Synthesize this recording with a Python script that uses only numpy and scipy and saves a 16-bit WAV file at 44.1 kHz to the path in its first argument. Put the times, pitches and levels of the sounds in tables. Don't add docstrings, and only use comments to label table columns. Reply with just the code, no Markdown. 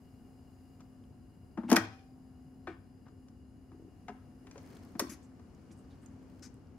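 import sys
import numpy as np
from scipy import signal
from scipy.fft import rfft, irfft
from scipy.io import wavfile
from scipy.ndimage import uniform_filter1d

SR = 44100
rng = np.random.default_rng(int(sys.argv[2]) if len(sys.argv) > 2 else 0)


def wav_out(sig):
    wavfile.write(sys.argv[1], SR, np.round(np.clip(np.atleast_2d(sig).T, -1, 1) * 32767).astype(np.int16))


def volts(x):
    e = np.asarray(x, float) / 20
    return 10 ** e


N = 298994
T = np.arange(N) / SR

# start_s, strength_db, hardness_db, edge_db
CATCHES = [(.804, -53, -17, -2), (1.573, -34.5, -38, 2), (1.632, -43, -34, -6), (2.67, -33.5, -17, -20),
           (3.064, -56, -22, -5), (3.083, -58, -14, -7), (3.284, -67, -4, -2), (3.716, -55, -22, -14),
           (4.081, -43, -12, -10), (4.468, -56, -2, -14), (4.511, -64, 7, -4), (4.555, -48, -15, -14),
           (4.578, -54, -7, -2), (4.951, -46, -19, -12), (5.395, -57, -15, -5)]
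# start_s, strength_db, hardness_db, edge_db, left_minus_right_db
LANDINGS = [(1.695, -37, -13, -4, 8), (1.7, -33, -11, 2.5, 3.5), (1.715, -21, -13, .5, 8),
            (1.727, -23, -11, 2, 5.5), (1.747, -23.5, -26, -9, -7), (1.759, -46, 5, .5, -18),
            (1.7641, -31, 9, -6, 7), (1.772, -22, -14, -25, .5), (1.783, -46, 7, -19, 1.5),
            (4.9945, -26.5, -13, 7, 4), (5.0, -30, -9, 0, -2)]
CATCH_RATTLE_S, CATCH_RATTLE_S_PER_DB, CATCH_PAN_DB = .0085, .0003, 5
LANDING_RATTLE_S = .0045


def contacts():
    rows = []
    for s, db, hard, edge in CATCHES:
        rattle_s = CATCH_RATTLE_S + CATCH_RATTLE_S_PER_DB * (db + 50)
        rows.append((s, db, db + hard, db + hard + edge, rattle_s, CATCH_PAN_DB))
    for s, db, hard, edge, pan_db in LANDINGS:
        rows.append((s, db, db + hard, db + hard + edge, LANDING_RATTLE_S, pan_db))
    return sorted(rows)


# pitch_hz, level_db, t60_s
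DECK_MODES = [(500, -10, .04), (695, -3, .04), (735, -3, .07), (925, -6, .04), (1060, -8, .03),
              (1140, -8, .04), (1340, -6, .035), (1475, -6, .035), (1640, -6, .035), (1790, -6, .03),
              (1935, -6, .03), (2190, -8, .03), (2480, -8, .025), (2900, -10, .025)]


def knocks():
    out, t = np.zeros((2, N)), T[:SR // 4]
    for s, clunk_db, clack_db, sizzle_db, rattle_s, pan_db in contacts():
        low, mid, high = (rattle(t, max(rattle_s, .0008)) for _ in range(3))
        spot = rng.standard_normal((len(DECK_MODES), 2))
        deck = []
        for (hz, db, t60), (detune, gain) in zip(DECK_MODES, spot):
            deck.append((hz * (1 + 0.039 * detune), db + 0.89 * gain, t60))
        for x, hz, width, db in ((low, 760, 850, clunk_db), (mid, 1800, 2400, clack_db + 7.5)):
            blow = band(steep(x, hz, width), hz, 2 * width)
            rung = ring(blow, deck)
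            direct = blow / np.abs(blow).max()
            add(out, s, direct + 0.16 * rung / np.abs(rung).max(), db, pan_db)
        top_share = np.clip((sizzle_db + 62) / 25, .04, .7)
        sizzle = band(steep(high, 5910, 4000), 5200, 5500) + top_share * steep(high, 8300, 8700)
        add(out, s, sizzle, sizzle_db + 12, pan_db)
    return out


# start_s, level_db, pitch_hz, t60_s
THUDS = [(1.573, -33, 310, .035), (1.58, -30, 228, .075), (1.633, -38, 290, .04), (1.64, -34, 232, .08),
         (1.666, -39, 245, .06), (1.688, -34, 290, .05), (1.698, -31, 235, .06), (1.714, -24, 370, .03),
         (1.7175, -14, 247, .08), (1.743, -29, 310, .04), (1.758, -30, 295, .03), (1.77, -29, 215, .04),
         (1.716, -26, 685, .034), (1.72, -26.5, 455, .093), (1.723, -21.5, 325, .046), (1.79, -43, 106, .5),
         (1.779, -29, 285, .03), (1.836, -40, 320, .05), (2.672, -48, 732, .049), (2.676, -37, 355, .13),
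         (2.682, -50.5, 495, .12), (2.688, -43, 370, .05), (2.7, -42, 350, .06), (4.081, -41, 735, .07),
         (4.092, -41, 720, .075), (4.113, -52, 740, .06), (4.148, -57, 750, .06), (4.089, -45, 216.5, .16),
         (4.091, -47, 408, .14), (4.555, -48, 443, .062), (4.57, -50, 560, .06), (4.951, -36, 250, .03),
         (4.996, -40.5, 730, .04), (4.997, -40.5, 529, .12), (5.008, -35, 400, .05),
         (5.018, -31, 262, .035), (5.042, -35, 310, .04), (5.065, -43, 300, .06), (5.09, -42, 230, .06),
         (5.115, -42, 290, .08), (5.703, -45, 254, .072)]
# start_s, level_db
BUMPS = [
    (3.721, -50),
    (3.745, -49),
    (3.795, -47),
    (3.822, -52),
    (3.847, -48),
    (3.879, -48),
]
BUMP_HZ, BUMP_RING_S, BUMP_CYCLES = 370, .035, .55
PUSH_CYCLES, PUSH_CYCLES_PER_DB = 1.4, .017
# pitch_hz, level_db, t60_s
CASE_MODES = [(106, -13, .7), (205, -16, 0.13), (250, -22, 0.2), (325, -9, 0.2), (455, -17.5, 0.1)]
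# start_s, level_db, pitch_hz, t60_s
PLATTER = (1.73, -55, 773, 1.3)


def thuds():
    out, t = np.zeros((2, N)), T[:SR]
    rows = []
    for s, db, hz, t60 in THUDS:
        rows.append((s, db, hz, t60, PUSH_CYCLES + PUSH_CYCLES_PER_DB * (db + 40)))
    for s, db in BUMPS:
        rows.append((s, db, BUMP_HZ, BUMP_RING_S, BUMP_CYCLES))
    for s, db, hz, t60, cycles in rows:
        force = push(t, hz, cycles / hz)
        add(out, s, ring(force, [(hz, 0, t60)] + list(CASE_MODES)), db, 3.)
    s, db, hz, t60 = PLATTER
    tap = 1. * (t == 0)
    add(out, s, ring(tap, [(hz, 0, t60)]), db, 3.)
    return out


# start_s, level_db, pitch_hz, t60_s, left_minus_right_db
PINGS = [(1.714, -24, 1040, .035, 6), (1.727, -32, 1100, .04, 5), (1.728, -33, 900, .05, 5),
         (1.733, -30, 698, .16, 4), (1.744, -34, 1000, .04, 4), (1.727, -38, 6200, .03, 4),
         (1.7635, -24, 1500, .025, 5), (1.765, -27, 1290, .032, 5), (1.765, -29, 1890, .05, 5),
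         (1.764, -32, 970, .04, 5), (1.764, -30, 5370, .025, 6), (1.764, -27, 3200, .025, -4),
         (1.773, -28, 1900, .025, 2), (1.798, -42, 1270, .04, 4), (2.671, -43, 1513, .06, 5),
         (2.672, -45, 1250, .08, 5), (2.673, -48, 1800, .1, 5), (2.676, -50, 2350, .08, 5),
         (2.69, -52, 1500, .1, 5), (4.082, -50, 910, .07, 5), (4.081, -50, 2100, .04, 5),
         (4.086, -47, 1650, .025, 5), (4.084, -51, 1250, .04, 5), (4.1, -55, 1300, .05, 5),
         (4.087, -56, 2780, .06, 5), (4.092, -52, 1010, .1, 5), (4.468, -64, 2300, .06, 2),
         (4.512, -59, 5800, .03, 3), (4.512, -63, 2400, .06, 3), (4.577, -58, 6200, .02, 3),
         (4.641, -65, 2140, .04, 3), (4.618, -67, 4500, .02, 3), (4.996, -36, 1900, .04, 3),
         (4.997, -38, 1150, .05, 3), (4.999, -42, 5400, .04, 3), (4.996, -38, 9000, .02, 1),
         (6.061, -57, 6600, .03, -8), (5.096, -50, 6750, .07, 4), (5.098, -56, 4900, .06, 4)]


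def pings():
    out, t = np.zeros((2, N)), T[:SR // 4]
    for s, db, hz, t60, pan_db in PINGS:
        force = push(t, hz, .0015)
        add(out, s, ring(force, [(hz, 0, t60), (1.07 * hz, -9, .6 * t60)]), db, pan_db)
    return out


# start_s, length_s, level_db, centre_hz, left_minus_right_db
SCUFFS = [(.792, .03, -70, 1400, 4), (1.677, .021, -58, 2430, 2.5), (1.683, .019, -61, 8500, -1),
          (1.683, .016, -47, 900, 4), (1.7, .014, -42, 1800, 3), (1.718, .028, -37, 1600, 5),
          (1.726, .013, -44, 6000, 4), (1.742, .018, -41, 1300, 0), (1.756, .02, -41, 4000, -4),
          (1.775, .03, -44, 1500, 2), (2.672, .07, -56, 1400, 5), (4.077, .03, -56, 1500, 5),
          (1.578, .05, -56, 900, 5), (1.63, .04, -59, 900, 5), (1.8, .06, -52, 1000, 4),
          (4.99, .014, -47, 5600, 3), (4.99, .013, -45, 11000, 1), (4.998, .03, -50, 1300, 3),
          (3.054, .04, -70, 1187, 3.5), (3.718, .027, -73, 908, 6), (4.982, .012, -68, 5020, 1),
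          (5.091, .028, -50.5, 6200, 6.5), (5.091, .057, -56, 1780, 4), (5.092, .052, -55, 10660, 8.5),
          (5.118, .03, -53, 5800, 3), (5.223, .037, -70.5, 7000, -4), (5.704, .017, -70, 2300, -6),
          (5.709, .025, -67, 6000, 0), (5.713, .025, -71.5, 8800, -10), (5.767, .047, -72, 8400, -3.5),
          (5.899, .051, -71, 3500, -3), (6.013, .046, -73, 8500, -5), (6.425, .037, -66, 10900, 2),
          (4.15, .11, -72, 1150, 4), (6.02, .056, -71, 1400, 5), (6.421, .049, -54, 5740, 9),
          (6.421, .054, -61, 1600, .5)]
SCUFF_WIDTH_HZ, SCUFF_WIDTH_SHARE = 2000, .17


def scuffs():
    out, t = np.zeros((2, N)), T[:SR // 8]
    for s, length, db, hz, pan_db in SCUFFS:
        width = min(SCUFF_WIDTH_HZ + SCUFF_WIDTH_SHARE * hz, .9 * hz)
        grains = rng.standard_normal(len(t)) * volts(2.0 * rng.exponential(size=len(t)))
        shape = np.minimum(t / .007, 1) * np.exp(-t / .12) / (1 + (t / length) ** 8)
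        slide = steep(grains * shape, hz, 0.94 * width)
        body = .2 * (hz > 2000) * steep(grains * shape, 1800, 3000)
        add(out, s, slide + body, db + 8.5, pan_db)
    return out


# start_s, level_db, centre_hz, left_minus_right_db
TICKS = [(1.039, -65, 3000, 4), (4.63, -59.5, 11000, 2), (4.6545, -63, 9500, 1), (4.689, -60.5, 11000, 0),
         (4.729, -57, 2200, 0), (4.751, -58, 9500, 0), (4.767, -51.5, 3500, 1), (4.85, -53, 11500, 2),
         (4.851, -58, 5000, 3), (4.752, -58, 5500, 3), (4.92, -61, 10500, 1), (5.548, -61, 6200, 2),
         (5.79, -63, 7500, 0), (6.061, -47.5, 6540, -9), (6.542, -57, 8300, -7), (6.671, -64, 5000, 0)]


def ticks():
    out, t = np.zeros((2, N)), T[:SR // 20]
    for s, db, hz, pan_db in TICKS:
        click = rattle(t, .0012)
        add(out, s, steep(click, hz, 0.39 * hz) + .2 * steep(click, 4000, 7000), db, pan_db)
    return out


CRACKLE_PER_S, CRACKLE_DB, CRACKLE_SHARE = 220, -106, 2.5


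def crackle(rub_db):
    caught = rng.random(N) < CRACKLE_PER_S / SR
    size = rng.standard_normal((2, N)) * volts(2.2 * rng.exponential(size=N)) * caught
    smear = rng.standard_normal(SR // 100) * np.exp(-T[:SR // 100] / .002)
    grit = signal.fftconvolve(size[:1] + .5 * size, smear[None], axes=1)[:, :N]
    grit = .5 * band(grit, 9500, 6000) + .8 * band(grit, 5200, 3000) + band(grit, 1800, 2500)
    return level(grit, CRACKLE_DB) * volts(CRACKLE_SHARE * rub_db + 3.0 * walk(9))


MOTOR_HZ = 56.05
# centre_hz, width_hz, level_db
MOTOR_BODY = [(730, 80, -79), (1010, 200, -90), (1500, 500, -94), (380, 100, -80)]
# centre_hz, width_hz, level_db
DRONE = [(258.1, 4, -66.5), (90.43, 14, -65), (229, 30, -69.5), (2860, 98, -89), (4140, 45, -99.5),
         (4840, 130, -91.5), (5060, 240, -94.5), (6740, 100, -98), (7300, 580, -96), (9700, 36, -96.5),
         (10160, 330, -95), (10400, 200, -97)]
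# pitch_hz, level_db
HUM = (258.6, -60.5)


def motor(whine_db):
    turns = np.cumsum(MOTOR_HZ * (1 + .002 * walk(6)) / SR)
    pulses = np.diff(np.floor(turns), prepend=0) * volts(1.5 * rng.standard_normal(N))
    out = sum(level(steep(pulses, hz, width), db) for hz, width, db in MOTOR_BODY) * volts(whine_db)
    hum_hz, hum_db = HUM
    hum = np.sin(2 * np.pi * np.cumsum(hum_hz + 2.5 * walk(5)) / SR)
    out = out + level(hum, hum_db) * volts(2.0 * walk(7))
    for hz, width, db in DRONE:
        tone = level(steep(rng.standard_normal(N), hz, width), db)
        out = out + tone * volts(1.5 * walk(3.2) + whine_db * (hz > 500))
    return out * volts(np.array([[1.2], [-1.2]]))


# pitch_hz, level_db (per Hz)
ROOM_NOISE = [(12, -46), (20, -11), (81, 0), (177, -5), (255, -4), (301, -10), (607, -23), (738, -24.5),
              (1150, -29.5), (2820, -42), (3440, -52), (4810, -41), (8410, -49), (14300, -50.5),
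              (16000, -64)]
# pitch_hz, likeness (0 to 1)
LIKENESS = [(60, 0.94), (130, 0.86), (290, 0.75), (640, 0.54), (1410, 0.35), (3100, 0.1), (6820, 0.07),
            (15000, 0.15)]
ROOM_DB = -51


def air(*changes_db):
    out, shape, like = 0, np.transpose(ROOM_NOISE), np.transpose(LIKENESS)
    corners = np.log([60, 300, 1500, 7000, 13000])
    for hz in 22 * 2 ** np.arange(0, 9.5, 1 / 3):
        mid, side = (level(steep(n, hz, hz / 3), 0) for n in rng.standard_normal((2, N)))
        same = np.clip(np.interp(np.log(hz), np.log(like[0]), like[1]), 0, .99)
        share = [np.interp(np.log(hz), corners, row) for row in np.eye(5)[1:]]
        db = np.interp(np.log(hz), np.log(shape[0]), shape[1]) + 10 * np.log10(hz)
        swing = sum(a * c for a, c in zip(share, changes_db))
        pair = np.sqrt(1 + same) * mid + np.sqrt(1 - same) * side * np.array([[1], [-1]])
        out = out + volts(db + swing + 0.69 * walk(5.7)) * pair
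    quiet = out[:, int(2.9 * SR):int(3.6 * SR)]
    out = out * volts(ROOM_DB - 5.5) / np.sqrt(np.mean(quiet ** 2))
    return out * volts(np.array([[1.2], [-1.2]]))


# centre_hz, t60_s, level_db
ROOM_TAIL = [(500, .4, -11), (1200, .38, -9), (2400, .33, -12), (3400, .55, -16), (5200, .22, -15),
             (11000, .18, -13)]
TAIL_GRAIN_DB = 4


def room(dry):
    t, tail = T[:SR // 2], 0
    for hz, t60, db in ROOM_TAIL:
        mid, side = rng.standard_normal((2, len(t)))
        noise = steep(mid + min(hz / 1500, 1) * side * np.array([[1], [-1]]), hz, 1.3 * hz)
        noise = noise * np.exp(-np.log(1000) * t / t60) * np.clip(t / .01, 0, 1)
        noise = noise * volts(TAIL_GRAIN_DB * walk(250)[:len(t)])
        energy = np.sum(noise ** 2, axis=1, keepdims=True)
        tail = tail + volts(db) * noise / np.sqrt(energy * SR / (2 * hz))
    spectrum = rfft(tail)
    power = np.abs(spectrum) ** 2 + 1e-12
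    even = np.sqrt(uniform_filter1d(power, size=400) / uniform_filter1d(power, size=25))
    tail = irfft(spectrum * even, len(t)) * np.clip((.48 - t) / .15, 0, 1)
    return dry + signal.fftconvolve(dry, tail, axes=1)[:, :N]


PORT_DELAY_S = -0.000077


def ports(x):
    turn = -2 * np.pi * PORT_DELAY_S * np.arange(N // 2 + 1) * SR / N
    return np.array([irfft(rfft(x[0]) * np.exp(1j * turn), N), x[1]])


def push(t, hz, half_s):
    return np.sin(2 * np.pi * hz * t) * (t < 2 * half_s) * np.sin(np.pi * t / (2 * half_s))


RATTLE_RISE_SHARE = .25


def rattle(t, tau):
    spread = rfft(rng.standard_normal(len(t)) * np.exp(-t / tau))
    flat = irfft(spread / (np.abs(spread) + 1e-9), len(t))
    return flat * np.minimum(t / (RATTLE_RISE_SHARE * tau), 1) * np.exp(-t / (4 * tau))


def ring(x, modes):
    out = 0
    for k, (hz, db, t60) in enumerate(modes):
        r, w = np.exp(-np.log(1000) / (t60 * SR)), 2 * np.pi * hz / SR
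        mode = signal.lfilter([np.sin(w)], [1, -2 * r * np.cos(w), r * r], x)
        out = out + (-1) ** k * volts(db) * mode
    return out


def band(x, hz, width):
    return signal.lfilter(*signal.iirpeak(min(hz, .44 * SR), max(hz / width, .3), fs=SR), x)


def steep(x, hz, width):
    return band(band(x, hz, width), hz, width)


def walk(rate):
    k = int(SR / rate)
    held = np.repeat(rng.standard_normal(N // k + 1), k)
    return uniform_filter1d(uniform_filter1d(held, k), k)[:N]


def level(x, db):
    return x * volts(db) / np.sqrt(np.mean(x ** 2))


def add(out, s, x, db, pan_db):
    i = int(s * SR)
    x = x[:N - i] * volts(db) / np.abs(x).max()
    out[:, i:i + len(x)] += x * volts(np.array([[pan_db], [-pan_db]]) / 2)


# start_s, level_db
CLOSENESS = [
    (0, 4.5),
    (.72, 4.6),
    (1.0, 2.5),
    (2.3, 2.6),
    (3.4, .6),
    (4.5, 3),
    (5.3, 0),
    (5.9, -.5),
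    (6.78, -2),
]
# start_s, level_db
RUBBING = [(0, 0), (3.65, -1), (3.8, 1.5), (4.4, 2), (4.6, 11), (4.75, 14), (4.95, 9), (5.3, 5), (5.6, 7),
           (6.3, 8), (6.78, 5)]
RUB_SHARES = [.45, .85, .75, .16]
NEAR_SHARES = [-.3, .45, .7, 1.5]


def scene():
    near_db, rub_db = (np.interp(T, *np.transpose(c)) for c in (CLOSENESS, RUBBING))
    blows = thuds()
    near = room(ports(knocks() + pings()) + ticks() + scuffs() + 0.46 * blows) + 0.69 * blows
    swings_db = [a * rub_db + b * near_db for a, b in zip(RUB_SHARES, NEAR_SHARES)]
    return near + motor(near_db) + air(*swings_db) + crackle(rub_db)


def band_limit(x):
    return signal.sosfilt(signal.butter(12, 16370, fs=SR, output="sos"), x)


def record(dry):
    trimmed = signal.sosfilt(signal.butter(3, 42, "high", fs=SR, output="sos"), dry)
    mix = signal.sosfilt(signal.ellip(8, .2, 60, 15600, fs=SR, output="sos"), trimmed)
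    return band_limit(mix)


dry = scene()
out = record(dry)
wav_out(out)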